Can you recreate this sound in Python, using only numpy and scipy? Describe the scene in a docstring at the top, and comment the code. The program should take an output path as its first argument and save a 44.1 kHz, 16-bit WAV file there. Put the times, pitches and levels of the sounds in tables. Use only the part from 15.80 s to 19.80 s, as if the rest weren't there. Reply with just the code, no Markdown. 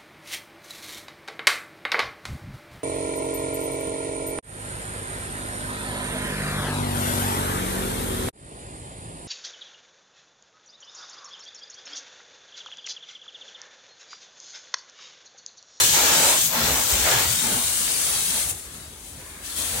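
"""A loud hiss and a roar come first: a firefighter sprays water from a nearby hose in a burnt-out room.
The hiss of the spray changes colour as he turns; walls and debris roar and drum as the jet sweeps them.
Near the end he throttles the nozzle to a thin spray for a second, then reopens it in two steps.
Slugs of water thump on loose debris, drops patter down, and a pump drones faintly outside."""
import sys
import numpy as np
from scipy import signal
from scipy.fft import rfft, irfft, next_fast_len
from scipy.io import wavfile
from scipy.ndimage import uniform_filter1d, map_coordinates

SR = 44100
rng = np.random.default_rng(int(sys.argv[2]) if len(sys.argv) > 2 else 0)


def dump_mix(stems):
    """Bounce the given channels to the path in sys.argv[1] as a 16-bit WAV at rate SR."""
    frames = np.atleast_2d(stems).T  # one column per channel
    limited = np.clip(frames, -1, 1)  # hard clip at full scale
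    pcm = np.round(limited * 32767).astype(np.int16)
    wavfile.write(sys.argv[1], SR, pcm)


N = 176400  # 4 seconds

# steady tones of the pump's engine (pitch [Hz], level [dB])
PUMP_TONES = [(50, -54.5), (73, -53.5)]
# colour of the pump's rumble (frequency [Hz], relative level [dB])
PUMP_SPECTRUM = [(20, -32), (38, -13), (55, -4), (72, 2), (95, -5.5), (130, -16), (220, -12.5), (400, -14),
                 (900, -43), (3000, -46)]
# how alike the room sounds in both ears (frequency [Hz], likeness [0 to 1])
EAR_LIKENESS = [(60, 1), (150, 1), (260, 1), (500, 0.89), (900, 0.21), (2000, 0.029)]
# slugs of water hitting loose debris (time [s], pitch [Hz], strength [dB])
SLUG_HITS = [(0.818, 76, -24.5), (0.885, 62, -26), (1.123, 65, -20), (1.365, 85, -25)]
# hollow things under the jet (start [s], length [s], pitch [Hz], level [dB])
HOLLOW_BOOMS = [(0.766, 0.06, 235, -34), (0.768, 0.15, 160, -38.5), (0.83, 0.11, 78, -36),
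                (0.89, 0.12, 265, -41), (1.146, 0.11, 68, -34.5), (1.353, 0.054, 135, -36),
                (1.466, 0.06, 103.4, -35), (1.64, 0.16, 232.5, -41), (1.715, 0.04, 140, -38),
                (2.537, 0.038, 220, -46), (3.92, .08, 69, -41)]
# pitches at which walls and debris ring (pitch [Hz], width [Hz], boost [dB])
RESONANCES = [(165, 23, 3.5), (235, 47, 0.5), (524, 15, 2.5), (870, 27, 4), (1080, 29, 0), (1400, 85, 2),
              (1700, 120, 2), (2180, 150, 1)]
# how hard the struck surfaces drum (time [s], relative level [dB])
DRUM_LEVEL = [(0, -40), (.25, -38), (.55, -39), (.7, -41.5), (.76, -43), (.95, -38), (1.08, -42),
              (1.15, -39), (1.38, -40), (1.56, -43), (1.65, -34), (1.77, -38), (1.86, -44), (2.55, -46),
              (2.72, -45), (2.8, -52.5), (3.31, -53), (3.37, -45.5), (3.55, -51.5), (3.73, -64),
              (3.78, -39), (3.87, -48.5), (3.98, -38.5)]
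# colour of that drumming (frequency [Hz], relative level [dB])
DRUM_SPECTRUM = [(25, -23), (55, -1.5), (100, 1), (150, 1), (190, -2.5), (250, -1), (340, -5.5), (600, -12),
                 (1500, -36)]
# how hard the jet roars on walls and debris (time [s], relative level [dB])
ROAR_LEVEL = [(0, -23.5), (.09, -42.5), (.17, -23.5), (.35, -23), (.53, -24.5), (.6, -35.5), (.66, -49),
              (.705, -40.5), (.745, -28), (.93, -26.5), (1.02, -32), (1.07, -39.5), (1.12, -31.5),
              (1.19, -35.5), (1.28, -24.5), (1.41, -26.5), (1.5, -36), (1.58, -40), (1.72, -32),
              (1.87, -43), (2.3, -39.5), (2.45, -42.5), (2.58, -38), (2.7, -41), (2.78, -50), (3.3, -50.5),
              (3.37, -48.5), (3.6, -50), (3.75, -49), (3.85, -40), (4, -34)]
# colour of that roar (frequency [Hz], relative level [dB])
ROAR_SPECTRUM = [(100, -29), (280, -7), (480, -1), (850, 0.5), (1150, -1), (1500, -2), (2200, -3),
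                 (3200, -7.5), (5000, -13.5), (10000, -13)]
# the band of the roar that each surface boosts or cuts (time [s], pitch [Hz], boost [dB])
SURFACE_BAND = [(0, 700, -0.5), (.2, 700, 0.5), (.55, 1000, 0), (.76, 880, 3.5), (.95, 900, -0.5),
                (1.15, 1500, 3.5), (1.32, 2100, 3.5), (1.5, 1800, 0), (1.72, 560, 3), (2.0, 1400, 4.5),
                (2.75, 1200, -1), (3.0, 2120, 3.5), (3.25, 1500, -6), (3.45, 2000, 3.5), (3.7, 1700, 7),
                (3.85, 1200, -2)]
# loudness of the flow through the nozzle (time [s], relative level [dB])
FLOW_LEVEL = [(0, -21), (.3, -22.5), (.52, -22), (.655, -22.5), (.695, -28.5), (.8, -27), (1.03, -24.5),
              (1.075, -25.5), (1.12, -24), (1.8, -26), (2.6, -26), (2.685, -30.5), (2.695, -25.5),
              (2.71, -29.5), (2.735, -38.5), (2.79, -40), (2.88, -45), (2.95, -44), (3.0, -46), (3.17, -48),
              (3.27, -45), (3.36, -47.5), (3.62, -46.5), (3.65, -37), (3.755, -36), (3.782, -28.5),
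              (4, -30)]
# the jet's lower rush, on top of the flow's level (time [s], relative level [dB])
RUSH_LEVEL = [(0, -4), (.45, -4.5), (.68, -10), (.8, -1), (1.05, -8.5), (1.33, -2.5), (1.55, -7),
              (1.85, -8.5), (2.6, -7.5), (2.71, -15.5), (2.9, -6), (3.55, -8), (3.68, -6), (4, -9)]
# colour of that rush (frequency [Hz], relative level [dB])
RUSH_SPECTRUM = [(500, -21), (1600, -8.5), (2700, -3.5), (3600, 1.5), (4200, 0.5), (4950, -2.5), (5700, -3),
                 (6500, -5), (10000, -24)]
# colour of the spray's hiss (frequency [Hz], relative level [dB])
HISS_SPECTRUM = [(300, -57), (1500, -12), (4000, -7), (5100, -10), (6200, -1.5), (7500, -0.5), (10000, 0.5),
                 (12500, -0.5), (15500, -4)]
# the turning nozzle (time [s], bright pitch [Hz], treble boost [dB], left over right [dB])
NOZZLE_AIM = [(0, 6500, -1.5, 2.5), (.25, 6600, -0.5, 3.5), (.52, 7700, -4.5, 2), (.72, 6700, 5.5, 5.5),
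              (1.0, 7700, 1.5, 3.5), (1.4, 7960, 2, 4.5), (1.74, 9200, 1, 4.5), (2.0, 9300, -1, 4),
              (2.5, 9200, 0.5, 3.5), (3.1, 9400, -3, 6.5), (4, 9600, 1.5, 4.5)]
# a dark band that slides through the hiss as he turns (time [s], pitch [Hz], gain [dB])
DARK_BAND = [(0, 11300, -2), (.27, 10400, -8.5), (.52, 11400, -2.5), (.74, 9800, -5.5), (1.05, 10800, -5.5),
             (1.43, 11000, -7.5), (1.8, 12500, -5.5), (4, 13300, -4)]
# the nozzle's direction (time [s], lag of the left ear [ms])
LEFT_EAR_LAG = [(0, 0.21), (.3, 0.27), (.62, 0.21), (1.25, -0.051), (1.7, 0.048), (2.15, 0.18), (4, 0.13)]

LOW_CUT_HZ, TOP_HZ = 31, 15850


def amp(db):
    """Turn decibels into a gain to multiply by."""
    return 10 ** (np.asarray(db) / 20)


def unit(x):
    """Scale a sound to an average (rms) size of 1."""
    return x / np.sqrt(np.mean(x ** 2) + 1e-20)


def along(points, hz):
    """Read a (frequency, value) table at hz, on a log frequency scale."""
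    freqs, values = np.transpose(points)
    return np.interp(np.log(hz + 1), np.log(freqs + 1), values)


def curves(rows, t=None):
    """Turn each column after the time into a curve, per sample or at the times t."""
    times, *columns = np.transpose(rows)
    return [np.interp(np.arange(N) / SR if t is None else t, times, column) for column in columns]


def wobble(rate):
    """A smooth curve through `rate` random values a second."""
    return map_coordinates(rng.standard_normal(int(N * rate / SR) + 4), [np.arange(N) * rate / SR])


def filtered(x, response):
    """Give each frequency in x the gain response(hz)."""
    size = next_fast_len(N + SR // 2)
    return irfft(rfft(x, size) * response(np.fft.rfftfreq(size, 1 / SR)), size)[..., :N]


def panned(x, left_db):
    """Lean a stereo sound to the left."""
    return np.array([x[0] * amp(left_db / 2), x[1] * amp(-left_db / 2)])


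def turbulence(colour, patchy_db, rings=()):
    """Churning stereo noise in the room: randomly louder in patches, boosted where things ring."""
    noise = signal.stft(rng.standard_normal((2, N)), nperseg=1024)[2]
    patches = uniform_filter1d(rng.standard_normal(noise.shape[1:]), size=3, axis=0)
    patches = uniform_filter1d(patches, size=9, axis=1)
    pair = signal.istft(noise * amp(patchy_db * unit(patches)), nperseg=1024)[1][:, :N]

    def response(hz):
        ring_db = sum(db / (1 + (2 * (hz - centre) / width) ** 2) for centre, width, db in rings)
        spread = np.arccos(np.clip(along(EAR_LIKENESS, hz), -1, .98)) / 2
        return amp(along(colour, hz) + ring_db) * [np.cos(spread), np.sin(spread)]

    mid, side = filtered(pair, response)
    return unit(np.array([mid + side, mid - side]))


def drops(per_s, hz, cycles, spread, size_db):
    """Each drop lands with a tiny, fading ring of random pitch, size and side."""
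    count = int(per_s * N / SR)
    when, size, side, delay = rng.random((count, 4)).T
    pitch = np.minimum(hz * np.exp(spread * rng.standard_normal((count, 1))), TOP_HZ)
    age = np.arange(256)  # samples
    turns = pitch * age / SR
    strength = amp(-size_db * np.log(np.maximum(size, 1 / 100)))
    rings = strength[:, None] * np.sin(2 * np.pi * turns) * np.exp(-2 * turns / cycles)

    def ear(gain, lag_samples):
        places = (when * N + lag_samples).astype(int)[:, None] + age
        return np.bincount(places.ravel(), (rings * gain[:, None]).ravel(), N)[:N]

    return unit(np.array([ear(np.sqrt(side), 10), ear(np.sqrt(1 - side), 20 * delay)]))


def pump():
    """The engine outside drones: slightly wavering tones over a low rumble."""
    t = np.arange(N) / SR
    tones = sum(amp(db) * np.sqrt(2) * np.sin(2 * np.pi * (hz * t + 0.27 * wobble(6)))
                for hz, db in PUMP_TONES)
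    return tones + amp(-50.5) * turbulence(PUMP_SPECTRUM, patchy_db=3.0)


def patter():
    """Water falls softly on the debris."""
    return amp(-60) * drops(per_s=1100, hz=3000, cycles=3.6, spread=0.42, size_db=-3.5)


def thumps(attack_s=0.006, fade_s=0.15):
    """A slug of water gives loose debris one dull, quickly dying knock."""
    out = np.zeros(N)
    for start, hz, db in SLUG_HITS:
        age = np.maximum(np.arange(N) / SR - start, 0)
        rise = 1 - np.exp(-age / attack_s)
        out += amp(db - 60 * age / fade_s) * rise * np.sin(2 * np.pi * hz * age)
    return out


def booms(attack_s=0.021, release_s=0.04, shake_db=2):
    """Each hollow thing rumbles unsteadily around its own pitch while the jet is on it."""
    t = np.arange(N) / SR
    out = np.zeros(N)
    for start, length, hz, db in HOLLOW_BOOMS:
        end = start + length
        held = np.interp(t, [start - attack_s, start, end, end + release_s], [0, 1, 1, 0])
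        gain = amp(db + shake_db * wobble(50))
        tone = np.sin(2 * np.pi * (hz * t + 0.3 * wobble(35)))
        out += held * gain * unit(tone)
    return out


def surface_drumming():
    """Walls and debris give a deep, uneven drumming under the jet."""
    drum_db, = curves(DRUM_LEVEL)
    gain = amp(drum_db - 0.5 + 0.91 * wobble(30))
    return gain * turbulence(DRUM_SPECTRUM, patchy_db=4.0, rings=RESONANCES)


def off_surface(x, width_octaves=0.43):
    """The surface under the jet colours its sound by boosting or cutting one band."""
    hz, t, spectrum = signal.stft(x, SR, nperseg=1024)
    centre_hz, boost_db = curves(SURFACE_BAND, t)
    octaves = np.log2((hz[:, None] + 1) / centre_hz)
    gain = amp(boost_db * np.exp(-.5 * (octaves / width_octaves) ** 2))
    return unit(signal.istft(spectrum * gain, nperseg=1024)[1][:, :N])


def surface_roar():
    """The jet roars where it strikes, changing colour from one surface to the next."""
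    roar_db, = curves(ROAR_LEVEL)
    gain = amp(roar_db + 2.5 + 0.57 * wobble(45.12))
    roar = off_surface(turbulence(ROAR_SPECTRUM, patchy_db=2.2, rings=RESONANCES))
    return panned(gain * roar, left_db=-0.5)


def near_echoes(x, count=12, gain=0.145, delay_ms=(0.5, 9), drift_ms=0.14):
    """Floor, helmet and walls send back weak echoes that drift as he moves, so the spray sounds hollow."""
    def echo(ear, ms):
        delay_samples = SR * (ms + drift_ms * wobble(2.5)) / 1000
        return map_coordinates(ear, [np.arange(N) - delay_samples])

    echoes = np.array([sum(echo(ear, ms) for ms in rng.uniform(*delay_ms, count)) for ear in x])
    return (x + gain * echoes) / np.sqrt(1 + count * gain ** 2)


def spray_hiss(direct_share=0.17):
    """Fine spray hisses, with a bright band and a dark band that slide as the nozzle turns."""
    hz, t, noise = signal.stft(rng.standard_normal((3, N)), SR, nperseg=512)
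    hz = hz[:, None]
    bright_hz, treble_db, _ = curves(NOZZLE_AIM, t)
    dark_hz, dark_db = curves(DARK_BAND, t)
    lag_ms, = curves(LEFT_EAR_LAG, t)
    # a little of the hiss comes straight to both ears, reaching one just before the other
    half_lag = np.exp(-1j * np.pi * hz * lag_ms / 1000)
    direct = noise[2] * np.array([half_lag, half_lag.conj()])
    pair = np.sqrt(1 - direct_share) * noise[:2] + np.sqrt(direct_share) * direct
    band = lambda centre_hz, width_hz: np.exp(-.5 * ((hz - centre_hz) / width_hz) ** 2)
    gain = amp(along(HISS_SPECTRUM, hz)
               + 4.5 * band(bright_hz, width_hz=1600)
               + dark_db * band(dark_hz, width_hz=1540)
               + treble_db / (1 + np.exp((12300 - hz) / 500)))  # treble above 12300 Hz
    gain /= np.linalg.norm(gain, axis=0)  # the colour moves, the power stays
    return unit(signal.istft(pair * gain, nperseg=512)[1][:, :N])


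def nozzle():
    """The flow drives the hiss, the flying droplets and a lower rush; all flutter as the jet breaks up."""
    flow_db, = curves(FLOW_LEVEL)
    rush_db, = curves(RUSH_LEVEL)
    _, _, left_db = curves(NOZZLE_AIM)
    hiss = amp(3) * spray_hiss()
    droplets = amp(-9.5) * drops(per_s=800, hz=7700, cycles=2.3, spread=0.35, size_db=2.5)
    rush = amp(rush_db + 2.5) * turbulence(RUSH_SPECTRUM, patchy_db=3.0)
    flutter_db = 0.39 * wobble(25.08) + 0.5 * wobble(300)
    spray = amp(0.55 * wobble(20)) * (hiss + droplets)
    return amp(flow_db + flutter_db) * panned(spray + rush, left_db)


def scene():
    """Add up the nozzle, the things its jet strikes, and the background."""
    hose = near_echoes(nozzle())
    struck = surface_roar() + surface_drumming() + booms() + thumps()
    return hose + struck + patter() + pump()


def record(dry):
    """Fade out the deepest rumble and cut off the highest treble."""
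    return filtered(dry, lambda hz: (hz < TOP_HZ) * (1 - 1 / (1 + (hz / LOW_CUT_HZ) ** 4)))


dry = scene()
out = record(dry)
dump_mix(out)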